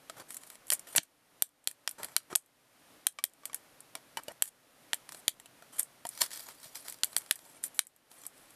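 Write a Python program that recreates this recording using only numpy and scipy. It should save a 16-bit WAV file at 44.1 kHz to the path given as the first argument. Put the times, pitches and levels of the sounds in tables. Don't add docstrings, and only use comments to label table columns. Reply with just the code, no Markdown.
import sys
import numpy as np
from scipy import signal
from scipy.fft import rfft, irfft
from scipy.io import wavfile
from scipy.ndimage import uniform_filter1d

SR = 44100
rng = np.random.default_rng(int(sys.argv[2]) if len(sys.argv) > 2 else 0)


def put_to_file(sound):
    columns = np.atleast_2d(sound).T
    safe = np.clip(columns, -1, 1)
    whole_steps = np.round(safe * 32767)
    wavfile.write(sys.argv[1], SR, whole_steps.astype(np.int16))


N = 377451


def undb(db):
    return 10 ** (np.asarray(db) / 20)


def add(track, start, sound):
    i = max(int(start * SR), 0)
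    track[i:i + len(sound)] += sound[:max(len(track) - i, 0)]


def fade(t, t60):
    return np.exp(-np.log(1000) * t / t60)


def unit(x):
    return x / np.sqrt(np.sum(x ** 2))


def walk(rate, count):
    steps = np.arange(count) * rate / SR
    last = int(steps[-1]) + 2
    return np.interp(steps, np.arange(last), rng.standard_normal(last))


def colour(x, points, size=2048):
    hz, db = np.transpose(points)
    grid = np.maximum(np.fft.rfftfreq(size, 1 / SR), 1)
    gain = undb(np.interp(np.log(grid), np.log(hz), db))
    cepstrum = irfft(np.log(gain))
    cepstrum[1:size // 2] *= 2
    cepstrum[size // 2 + 1:] = 0
    impulse = irfft(np.exp(rfft(cepstrum)))
    return signal.fftconvolve(x, impulse)[:len(x)]


# t/s, shell level/dB, panel level/dB, edge level/dB
JOINT_SNAPS = [(0.7025, -49, -27, -21.5), (0.9808, -23, -7, -14.5), (1.4222, -28, -14.5, -3),
               (1.6732, -37.5, -17.5, -15), (1.8758, -37.5, -21, -24.5), (2.1645, -35, -15, -12),
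               (2.3535, -40, -22, -21), (2.3577, -28.5, -22.5, -5), (3.068, -33, -14.5, -6),
               (3.2393, -39.5, -20.5, -13), (4.4224, -34, -19, -9), (4.9321, -35, -22.5, -28.5),
               (5.2802, -33, -15.5, -14), (7.0342, -43.5, -22, -23), (7.165, -39, -25, -20.5),
               (7.3102, -35, -16, -14), (7.7915, -33.5, -9.5, -5.5)]
# f/Hz, level/dB
JOINT_COLOUR = [(500, -0.5), (800, 1.5), (1100, -3), (1700, -2), (2400, -6), (3200, 2.5), (4300, 1.5),
                (5500, -1.5), (12000, -0.5), (13500, -10)]


def snaps(chatter_db=-38, chatter_spread_db=3, chatter_s=.07, chatter_tilt_db=-13):
    out = np.zeros(N)
    for start, *levels in JOINT_SNAPS:
        snap = blow(levels, ring=0.83, crack_t60=0.0077, crack_db=-1,
                    buzz_t60=0.042, buzz_db=-18.5, spread_db=1.0)
        add(out, start, snap)
        delays = rng.uniform(0.073, 1, size=4)
        sizes = rng.standard_normal(size=4)
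        for delay, size in zip(delays, sizes):
            edge_db = max(levels) + chatter_db + chatter_spread_db * size - 10 * delay
            light = tilted(edge_db, chatter_tilt_db)
            chatter = blow(light, ring=1.1, crack_t60=.01, crack_db=2.5,
                           buzz_t60=.02, buzz_db=-15.5, spread_db=3)
            add(out, start + delay * chatter_s, chatter)
    return colour(out, JOINT_COLOUR)


# t/s, edge level/dB, tilt level/dB per register down from the edges
CLEAR_TICKS = [(0.3053, -40, -7.5), (0.344, -40.5, -12.5), (0.3683, -37.5, -15.5), (0.5012, -45, -6),
               (0.6813, -47.5, -13), (0.7205, -26.5, -5.5), (0.7262, -28, -9), (0.734, -23.5, -24),
               (0.794, -41, -17), (0.9508, -47, 5.5), (0.961, -22, -13), (1.032, -37.5, -12),
               (1.7122, -36, -11.5), (1.911, -36.5, -15.5), (2.0314, -34.5, -6), (2.045, -34, -8.5),
               (3.4544, -30, -10), (3.5315, -43, -3.5), (3.5447, -28.5, -16.5), (3.8048, -46, -15),
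               (3.9525, -37, -2.5), (5.091, -43.5, -4), (5.1215, -45, -3), (5.146, -47, -1.5),
               (5.399, -45, -5.5), (5.795, -22.5, -22.5), (5.83, -34, -28), (6.0684, -37.5, -13.5),
               (6.09, -34, -21), (6.374, -43, -7), (6.8976, -38.5, -27), (6.924, -41, -11),
               (7.044, -28, -26), (7.182, -32, -24), (7.3565, -38.5, -16), (7.6385, -28, -16),
               (7.869, -36.5, -19.5), (8.2652, -33.5, -27)]


def ticks(strays_per_s=2, stray_db=-51, stray_spread_db=1.5):
    out = np.zeros(N)
    for start, edge_db, tilt_db in CLEAR_TICKS:
        add(out, start, tick(edge_db, tilt_db))
    for start, *_ in JOINT_SNAPS:
        rebound_s = rng.uniform(0.0074, .019)
        add(out, start + rebound_s, tick(edge_db=-33, tilt_db=-17))
    for start in rng.uniform(0, N / SR, size=int(strays_per_s * N / SR)):
        edge_db = stray_db + stray_spread_db * rng.standard_normal()
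        add(out, start, tick(edge_db, tilt_db=-15.5))
    return out


def tick(edge_db, tilt_db):
    levels = tilted(edge_db, tilt_db, panel_db=2)
    return blow(levels, ring=1.2, crack_t60=0.012, crack_db=-3,
                buzz_t60=0.099, buzz_db=-10, spread_db=4.5)


# t/s, shell
# level/dB, panel level/dB, edge level/dB, lower tone f/Hz, upper tone f/Hz
DULL_KNOCKS = [(0.0974, -43.5, -40.5, -43, 660, 1290), (0.98, -26.5, -21, -50, 172.6, 304),
               (2.203, -61.5, -53, -68, 648, 1326), (2.3277, -34.5, -40.5, -59, 366, 1253),
               (3.187, -34.5, -29, -43, 1167, 2300), (3.434, -52, -56.5, -66, 1150, 2290),
               (3.497, -50, -51, -66, 1148, 2280), (4.1712, -35, -33, -38, 910, 2990),
               (4.282, -38, -40, -43.5, 596, 2930), (5.458, -56.5, -50.5, -49, 2680, 2980),
               (5.623, -53, -53.5, -58, 696, 1370), (6.0519, -37.5, -40.5, -42, 714, 935),
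               (6.656, -55, -55, -60, 147, 639)]


def knocks():
    out = np.zeros(N)
    for start, shell, panel, edge, *tones in DULL_KNOCKS:
        knock = blow((shell, panel, edge), ring=2.2, crack_t60=.016, crack_db=0,
                     buzz_t60=.06, buzz_db=-7, spread_db=4, tones=tones, tone_db=-4)
        add(out, start, knock)
    return out


# start t/s, end t/s, edge level/dB, tilt level/dB per register down from the edges
SCRAPE_STROKES = [(0.163, 0.228, -56, 1.5), (0.281, 0.381, -52.5, -9.5), (0.403, 0.566, -59, -4.5),
                  (0.712, 0.756, -34, -13), (0.869, 0.955, -52.5, -4.5), (0.958, 0.981, -23.5, -10.5),
                  (1.678, 1.717, -45.5, -9.5), (1.98, 2.058, -54.5, 3.5), (2.055, 2.149, -62, 0),
                  (2.298, 2.342, -52, 3), (2.364, 2.385, -44.5, -8), (3.429, 3.597, -75, 4),
                  (4.172, 4.204, -56, 5), (4.278, 4.325, -65.5, 7), (4.435, 4.495, -42, -10),
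                  (5.107, 5.211, -57.5, -7), (5.72, 5.834, -54.5, -4), (5.782, 5.814, -34.5, -10.5),
                  (6.46, 6.531, -58, -0.5), (6.85, 6.902, -58, 0), (7.042, 7.599, -60, -3),
                  (7.627, 7.676, -41, -13), (7.742, 7.787, -53.5, -10.5), (8.097, 8.28, -55.5, -4),
                  (8.33, 8.555, -66.5, -8.5)]


def scrapes(ease_s=.004):
    out = np.zeros(N)
    for start, end, edge_db, tilt_db in SCRAPE_STROKES:
        age = np.arange(int((end - start) * SR)) / SR
        ramp_s = min(ease_s + 0.039 * age[-1], age[-1] / 5)
        pressure = np.minimum(1, np.minimum(age, age[::-1]) / ramp_s)
        add(out, start, friction(pressure, edge_db, tilt_db, panel_db=-2.5))
    return out


# t/s, level/dB ahead of the friction level
TWIST_PRESSURE = [(6.11, -54), (6.2, -50), (6.216, -26), (6.292, -61), (6.334, -42.5), (6.58, -63.5),
                  (6.648, -49), (6.742, -65.5), (6.756, -41.5), (6.822, -61), (6.892, -46.5), (7.02, -71.5)]
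# f/Hz, level/dB
GRIT_COLOUR = [(400, -3), (1200, 3), (3000, 0), (4800, 8), (7000, 0.5), (11000, -1.5), (14500, 6)]


def twist():
    out = np.zeros(N)
    when, db = np.transpose(TWIST_PRESSURE)
    pressure = undb(np.interp(np.arange(when[0], when[-1], 1 / SR), when, db))
    add(out, when[0], friction(pressure, edge_db=-1.5, tilt_db=-7, panel_db=0))
    return colour(out, GRIT_COLOUR)


def friction(pressure, edge_db, tilt_db, panel_db):
    slips_per_s, slip_spread_db, rub_db = 900, 4.5, -1.5
    grip_db, grip_hz = 2, 140
    catches_per_s, catch_db, catch_spread_db = 20, 5.5, 3
    count = len(pressure)
    signs = rng.choice([-1, 1], count)
    sizes = signs * undb(slip_spread_db * np.minimum(rng.exponential(size=count), 4))
    slips = (rng.random(count) < slips_per_s / SR) * sizes
    slips[0] += 1
    rub = unit(colour(rng.standard_normal(count), CONTACT_COLOUR))
    grip = undb(grip_db * walk(grip_hz, count))
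    sound = (slide(slips) + undb(rub_db) * rub) * grip
    sound = voice(sound, tilted(edge_db, tilt_db, panel_db), count / SR)
    for when in rng.uniform(0, count / SR, size=int(catches_per_s * count / SR)):
        ridge_db = edge_db + catch_db + catch_spread_db * rng.standard_normal()
        add(sound, when, tick(ridge_db, tilt_db))
    return sound * pressure


def slide(slips):
    stretch = int(.035 * SR)
    t = np.arange(stretch) / SR
    out = np.zeros(len(slips) + stretch)
    for i in range(0, len(slips), stretch):
        modes = body(t, ring=2.2, spread_db=4, detune=.035)
        part = signal.fftconvolve(slips[i:i + stretch], modes)
        out[i:i + len(part)] += part
    return unit(out[:len(slips)])


# f/Hz, level/dB
CONTACT_COLOUR = [(100, -15), (300, -12), (650, -6), (1100, -6.5), (1800, -1.5), (2600, -3.5), (3200, -1),
                  (4400, -4), (6300, -5), (8000, 2), (12100, -1), (13200, -6), (15000, -10.5)]


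def blow(levels, ring, crack_t60, crack_db, buzz_t60, buzz_db, spread_db,
         tones=(), tone_db=0, tone_t60=0.038):
    t = np.arange(int(.09 * SR)) / SR
    crack, buzz = rng.standard_normal((2, len(t)))
    crack = unit(colour(crack * fade(t, crack_t60), CONTACT_COLOUR))
    flutter = undb(2.1 * walk(500, len(t)))
    buzz = unit(colour(buzz * fade(t, buzz_t60) * flutter, CONTACT_COLOUR))
    sound = body(t, ring, spread_db) + undb(crack_db) * crack + undb(buzz_db) * buzz
    for hz in tones:
        tone = unit(np.sin(2 * np.pi * hz * t) * fade(t, tone_t60))
        sound = sound + undb(tone_db) * tone
    onset = np.minimum(t / .0003, 1)
    return voice(sound * onset, levels, .0046)


# f/Hz, level/dB, decay by 60 dB t/s
BODY_MODES = [(310, -21.5, 0.0037), (646, -18.5, 0.05), (914, -12.5, 0.025), (1370, -10.5, 0.0095),
              (1868, -2, 0.014), (2310, -6, 0.026), (3185, 3, 0.0058), (3340, -3.5, 0.007),
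              (4150, -5, 0.0025), (4226, -2.5, 0.012), (4820, -7, 0.017), (5730, -5, 0.019),
              (5980, -6.5, 0.0086), (7367, 3, 0.012), (8176, 5, 0.01), (9216, 7, 0.016),
              (10040, 4.5, 0.0099), (10820, 9, .01), (12000, 4, 0.02), (14700, -17, .008)]


def body(t, ring, spread_db, detune=0.026):
    hz, db, t60 = np.transpose(BODY_MODES)[:, :, None]
    shift, size, side = rng.standard_normal((3, len(BODY_MODES), 1))
    strength = np.sign(side) * undb(db + spread_db * size)
    modes = strength * np.sin(2 * np.pi * hz * (1 + detune * shift) * t)
    return unit(np.sum(modes * fade(t, t60 * ring), axis=0))


def tilted(edge_db, tilt_db, panel_db=0):
    return edge_db + tilt_db * np.array([2, 1, 0]) + panel_db * np.array([0, 1, 0])


# lower f/Hz, upper f/Hz
BODY_REGISTERS = [(90, 1300), (1300, 6500), (6500, 15000)]


def voice(x, levels, seconds):
    out, count = 0, int(seconds * SR)
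    for band, db in zip(BODY_REGISTERS, levels):
        part = signal.sosfilt(signal.butter(3, band, "band", fs=SR, output="sos"), x)
        out = out + undb(db) * part / np.sqrt(np.mean(part[:count] ** 2))
    return out


def room(x, t60=0.11, wet_db=-25, delay_s=0.0072):
    t = np.arange(int(.3 * SR)) / SR
    noise = rng.standard_normal(len(t)) * fade(t, t60) * (t > delay_s)
    tail = colour(noise, [(200, -2.5), (3000, 1.5), (9000, 3.0), (15000, -4.5)])
    return x + undb(wet_db) * signal.fftconvolve(x, unit(tail))[:N]


# f/Hz, level/dB
AIR_COLOUR = [(15, -31), (25, -7.5), (69, -16), (121, -3.5), (213, -6), (278, 0.5), (373, -6.5),
              (573, -2.5), (927, -6.5), (1150, -6.5), (1810, -8.5), (7890, -17), (9520, -13.5),
              (13500, -16.5), (15000, -36)]


def background(level_db=-61.5, waver_db=1.0):
    air = unit(colour(rng.standard_normal(N), AIR_COLOUR)) * np.sqrt(N)
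    return air * undb(level_db + waver_db * walk(8.2, N))


def scene():
    figure = snaps() + ticks() + knocks() + scrapes() + twist()
    return (room(figure) + background())[None]


def limiter(x, ceiling_db=-19.5, release_db_per_s=22):
    power = uniform_filter1d(x ** 2, int(.005 * SR))
    excess = np.maximum(10 * np.log10(np.maximum(power, 1e-12)) - ceiling_db, 0)
    recovery = release_db_per_s * np.arange(N) / SR
    return x * undb(recovery - np.maximum.accumulate(excess + recovery, axis=-1))


def record(dry, headroom=3.7, bias=0.035, top_hz=15300):
    squashed = headroom * (np.tanh(dry / headroom + bias) - np.tanh(bias))
    top_cut = signal.ellip(8, .2, 70, top_hz, fs=SR, output="sos")
    return signal.sosfilt(top_cut, limiter(squashed))


dry = scene()
out = record(dry)
put_to_file(out)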